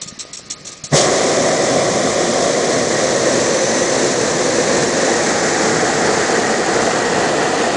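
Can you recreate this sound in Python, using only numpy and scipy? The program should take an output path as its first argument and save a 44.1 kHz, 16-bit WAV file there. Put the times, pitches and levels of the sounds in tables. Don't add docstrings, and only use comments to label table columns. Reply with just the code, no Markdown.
import sys
import numpy as np
from scipy import signal
from scipy.fft import rfft, irfft
from scipy.io import wavfile
from scipy.ndimage import uniform_filter1d, map_coordinates

SR = 44100
rng = np.random.default_rng(int(sys.argv[2]) if len(sys.argv) > 2 else 0)


def volts(x):
    e = np.asarray(x, float) / 20
    return 10 ** e


def materialize(psi):
    bounded = np.clip(np.atleast_2d(psi).T, -1, 1)
    quanta = np.round(bounded * 32767).astype(np.int16)
    wavfile.write(sys.argv[1], SR, quanta)


N = 342216

# time_s, turn (0-3, picks between the colours below)
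CAMERA_TURN = [(0, 0.5), (1.8, 0.029), (2.6, 0.28), (3.5, 0.93), (4.2, 1.23), (4.9, 1.23), (5.3, 1.72),
               (5.9, 2.24), (6.4, 2.44), (6.8, 2.6), (7.76, 3.3)]
# freq_hz, density_db (per Hz)
FLAME_COLOURS = [
    [(110, -40), (180, -12), (267, -5), (322, -6.5), (375, -2), (426, -7), (537, 0.5), (760, -6),
     (855, -21.5), (950, -15.5), (1100, -12), (1500, -20.5), (2000, -14), (2580, -32), (3770, -51)],
    [(110, -39), (180, -13.5), (255, -6), (304, -10), (349, 1.5), (402, -9), (441, -3), (519, 1), (662, -8),
     (875, -14.5), (1090, -14), (1380, -20), (1820, -13), (2900, -29.5), (3770, -52.5), (6380, -120)],
    [(110, -35), (180, -13), (249, -6), (287, -12.5), (349, -1), (388, -11), (436, 0), (596, -10),
     (770, -6), (972, -16), (1100, -15), (1860, -11.5), (2120, -16.5), (2900, -30.5), (3770, -58),
     (6380, -120)],
    [(110, -37), (180, -11), (225, -9.5), (345, -5), (379, -6), (451, -1.5), (600, -7), (715, -1.5),
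     (800, -8), (900, -12.5), (1680, -14.5), (1910, -10.5), (2120, -21), (2900, -36), (3770, -50)],
]
# freq_hz, density_db (per Hz)
JET_COLOURS = [
    [(1410, -30), (2400, -5), (2610, -14.5), (3360, -4), (4740, -6), (5120, -2.5), (6300, -0.5), (7700, -4),
     (8410, -11), (9870, -17), (12800, -48), (21700, -120)],
    [(1410, -32), (2400, -13), (3040, -13), (4140, -5), (4770, -8.5), (6150, -2.5), (7090, -5),
     (7700, -6.5), (8510, -15), (9870, -18.5), (12800, -50.5), (21700, -120)],
    [(1410, -31.5), (2400, -8), (2700, -13), (3380, -6), (4440, -4), (5800, -1.5), (6300, 0.5),
     (7650, -1.5), (8460, -12.5), (9870, -16.5), (12800, -56), (21700, -120)],
    [(1410, -31), (2400, 1), (3250, -2), (3880, -3.5), (4240, -1), (5630, -3.5), (6560, -0.5), (7560, -3),
     (8360, -9.5), (9870, -15.5), (12800, -54), (21700, -120)],
]
JET_SHADE_DB = [-0.5, 0.63, -0.06, -2.5]
# freq_hz, density_db (per Hz)
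RUMBLE_COLOUR = [(13, -65), (22, -26), (92, -12.5), (146, 0), (189, -6.5), (260, -1), (340, -27),
                 (570, -120)]
# peak_s, rise_s, surge_db (over steady), surge_fade_s, steady_db
FLAME_CATCH = (.939, .027, 2.5, .013, -16.2)
JET_CATCH = (.972, .066, 7, .066, -23.2)
RUMBLE_CATCH = (.94, .03, 7, .025, -30)
# freq_hz, density_db (per Hz)
COIL_COLOUR = [(1700, -42), (1830, -5), (1900, 8), (1980, -8), (2120, -43)]
NOZZLE_COLOUR = [(5800, -39), (6050, -5), (6170, 8), (6290, -11), (6550, -43)]
# centre_s, half_length_s, peak_db
COIL_SWELLS = [
    (2.95, 0.37, -36),
    (3.7, 0.34, -34),
    (5.3, 0.29, -31.5),
    (6.8, 0.68, -32.5),
]
NOZZLE_SWELLS = [
    (2.6, 0.62, -43),
    (3.7, 0.3, -29.5),
    (5.5, .4, -41.5),
]
WHISTLE_SWELLS = [
    (.09, .04, -49),
    (.26, .06, -55),
    (.54, 0.065, -50.5),
    (.72, .04, -52),
    (.9, .05, -51),
]
# start_s, peak_db, low_share_db
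SPITS = [(0.0136, -14, 1), (0.074, -19, -3.5), (0.188, -16, -3), (0.195, -13.5, -6), (0.329, -15.5, -4),
         (0.367, -19.5, -4), (0.4519, -32, -4), (0.4988, -12.5, -1), (0.5194, -20, 4), (0.5935, -32, 1.5),
         (0.6464, -21.5, 4), (0.667, -15.5, -7), (0.7148, -20.5, -6), (0.7637, -30, -4), (0.837, -13, 7.5),
         (2.4194, -14, 6)]
# freq_hz, density_db (per Hz)
SPIT_COLOUR = [(530, -59), (900, -27), (3000, -17), (3500, -12.5), (4340, -8.5), (4900, -18), (5500, -4.5),
               (7200, -8), (8000, -8), (8500, -19), (10000, -30), (12000, -60)]
PILOT_COLOUR = [(15, -43), (25, -12), (150, 1), (600, -2.5), (880, -13), (1200, -5.5), (1450, -13),
                (1900, -4.5), (3200, -14), (4000, -6.5), (5400, -6.5), (7600, -17), (8500, -24.5),
                (10000, -32), (12000, -61.5)]
# start_s, peak_db, pitch_hz
BUMPS = [(0.024, -32, 156), (0.061, -25, 180), (0.124, -26.5, 218), (0.179, -31, 288), (0.251, -25, 536),
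         (0.319, -37, 266), (0.395, -27, 525), (0.461, -33, 161), (0.609, -32, 156), (0.837, -24, 146)]

COIL_REST_DB, NOZZLE_REST_DB, WHISTLE_REST_DB = -50, -53, -61
PILOT_DB, WHISTLE_HZ = -39.5, 1240
SPIT_RISE_S, SPIT_T60_S = 0.003, 0.13
BOOM_S, BOOM_HZ, BOOM_HALF_S, BOOM_DB = 0.943, 143, 0.016, -6
CATCH_RISE_DB = 30
SETTLE_DB, SETTLE_S = 3.5, 0.27
TOP_HZ = 10280


def unit(x):
    return x / np.sqrt(np.mean(x ** 2) + 1e-20)


def wobble(rate):
    knots = rng.standard_normal(int(N * rate / SR) + 4)
    return map_coordinates(knots, [np.arange(N) * rate / SR])


def rush(colours, patchy_db):
    hz, t, z = signal.stft(rng.standard_normal(N + 2048), SR, nperseg=2048)
    shapes_db = []
    for colour in colours:
        knot_hz, knot_db = np.transpose(colour)
        shapes_db.append(np.interp(np.log(hz + 1), np.log(knot_hz + 1), knot_db))
    shapes_db = np.array(shapes_db)
    shapes_db -= 10 * np.log10(np.mean(volts(2 * shapes_db), axis=1, keepdims=True))
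    turn = np.clip(np.interp(t, *np.transpose(CAMERA_TURN)), 0, len(colours) - 1)
    share = np.clip(1 - np.abs(turn - np.arange(len(colours))[:, None]), 0, 1)
    patches = uniform_filter1d(rng.standard_normal(z.shape), size=20, axis=0)
    patches = uniform_filter1d(patches, size=3, axis=1)
    gain = volts(shapes_db.T @ share + patchy_db * unit(patches))
    return unit(signal.istft(z * gain, SR, nperseg=2048)[1][:N])


def catch(peak_s, rise_s, surge_db, fade_s, steady_db):
    age = np.arange(N) / SR - peak_s
    before, after = np.clip(-age, 0, None), np.clip(age, 0, None)
    surge = surge_db * np.exp(-(after / fade_s) ** 2)
    settling = SETTLE_DB * np.exp(-after / SETTLE_S)
    return np.maximum(steady_db + surge + settling - CATCH_RISE_DB * (before / rise_s) ** 2, -120)


def swells(rows, rest_db):
    t = np.arange(N) / SR
    return volts(rest_db) + sum(volts(db) * np.exp(-((t - s) / half) ** 2) for s, half, db in rows)


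def blast():
    turn = np.interp(np.arange(N) / SR, *np.transpose(CAMERA_TURN))
    shade_db = np.interp(turn, np.arange(len(JET_SHADE_DB)), JET_SHADE_DB)
    flicker, swell = wobble(14), wobble(3.96)
    flame_db = catch(*FLAME_CATCH) + 0.37 * swell + 0.66 * flicker + 0.3 * wobble(60)
    jets_db = catch(*JET_CATCH) + shade_db + 0.3 * swell + 0.42 * flicker + 0.47 * wobble(120)
    rumble_db = catch(*RUMBLE_CATCH) + 1.3 * wobble(7) + 0.41 * flicker
    flame = volts(flame_db) * rush(FLAME_COLOURS, patchy_db=0.2)
    jets = volts(jets_db) * rush(JET_COLOURS, patchy_db=0.2)
    rumble = volts(rumble_db) * rush([RUMBLE_COLOUR], patchy_db=-0.7)
    return flame + jets + rumble


def boom():
    age = np.arange(N) / SR - BOOM_S
    return volts(BOOM_DB) * np.exp(-(age / BOOM_HALF_S) ** 2) * np.cos(2 * np.pi * BOOM_HZ * age)


def singing():
    lit = np.arange(N) / SR > FLAME_CATCH[0]
    coil = swells(COIL_SWELLS, COIL_REST_DB) * rush([COIL_COLOUR], patchy_db=-3.5)
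    nozzles = swells(NOZZLE_SWELLS, NOZZLE_REST_DB) * rush([NOZZLE_COLOUR], patchy_db=0.5)
    return lit * (coil + nozzles)


def spits():
    t = np.arange(N) / SR
    high_power, low_power = np.zeros(N), np.zeros(N)
    for s, db, low_db in SPITS:
        age = np.clip(t - s, 0, None)
        spent = np.hypot(age, 0.012) - 0.012
        puff = volts(db - 9.5 - 60 * spent / SPIT_T60_S) * (1 - np.exp(-age / SPIT_RISE_S))
        high_power += puff ** 2
        low_power += (volts(low_db - 13) * puff) ** 2
    hiss = np.sqrt(high_power) * volts(1.9 * wobble(250)) * rush([SPIT_COLOUR], patchy_db=2.1)
    low_colour = FLAME_COLOURS[0] + JET_COLOURS[0][2:]
    return hiss + np.sqrt(low_power) * rush([low_colour], patchy_db=1.5)


def bumps():
    out, t = np.zeros(N + SR), np.arange(SR // 10) / SR
    for s, db, hz in BUMPS:
        cycles = t * hz
        push = cycles * np.exp(-cycles / 0.5) * np.sin(2 * np.pi * cycles)
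        out[round(s * SR):][:len(t)] += volts(db + 12.5) * push
    return out[:N]


def pilot():
    steady = volts(PILOT_DB + 0.92 * wobble(30)) * rush([PILOT_COLOUR], patchy_db=1.5)
    phase = 2 * np.pi * np.cumsum(WHISTLE_HZ + 2.5 * wobble(13)) / SR
    whistle = volts(4) * swells(WHISTLE_SWELLS, WHISTLE_REST_DB) * np.sin(phase)
    return steady + whistle


def scene():
    return np.tile(blast() + boom() + singing() + spits() + bumps() + pilot(), (2, 1))


def starved(x, spare_db, luck_db):
    hz, t, z = signal.stft(x, SR, nperseg=256)
    bands = np.arange(len(hz)) // 4
    band_hz = hz[::4, None]
    power = np.add.reduceat(np.abs(z) ** 2, np.arange(0, len(hz), 4))
    nearby = uniform_filter1d(power, size=20, axis=1, origin=4)
    luck = uniform_filter1d(rng.standard_normal(power.shape), size=5, axis=1)
    margin_db = spare_db - 0.5 * band_hz / 1000 + luck_db * unit(luck)
    keep = (power > nearby * volts(-2 * margin_db)) | (band_hz < 4800)
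    return signal.istft(z * keep[bands], SR, nperseg=256)[1][:N]


def low_pass(x):
    return signal.sosfilt(signal.butter(12, 15800, fs=SR, output="sos"), x)


def record(dry):
    squeezed = dry[0] / (1 + np.abs(dry[0] / 0.69) ** 6) ** (1 / 6)
    thin = starved(squeezed, spare_db=11, luck_db=3.6)
    hz = np.fft.rfftfreq(N + SR, 1 / SR)
    band_limit = np.clip((TOP_HZ - hz) / 250, 0, 1)
    narrow = irfft(rfft(thin, N + SR) * band_limit, N + SR)[:N]
    clipped = np.tile(np.clip(narrow, -0.705, 0.705), (2, 1))
    return low_pass(clipped)


dry = scene()
out = record(dry)
materialize(out)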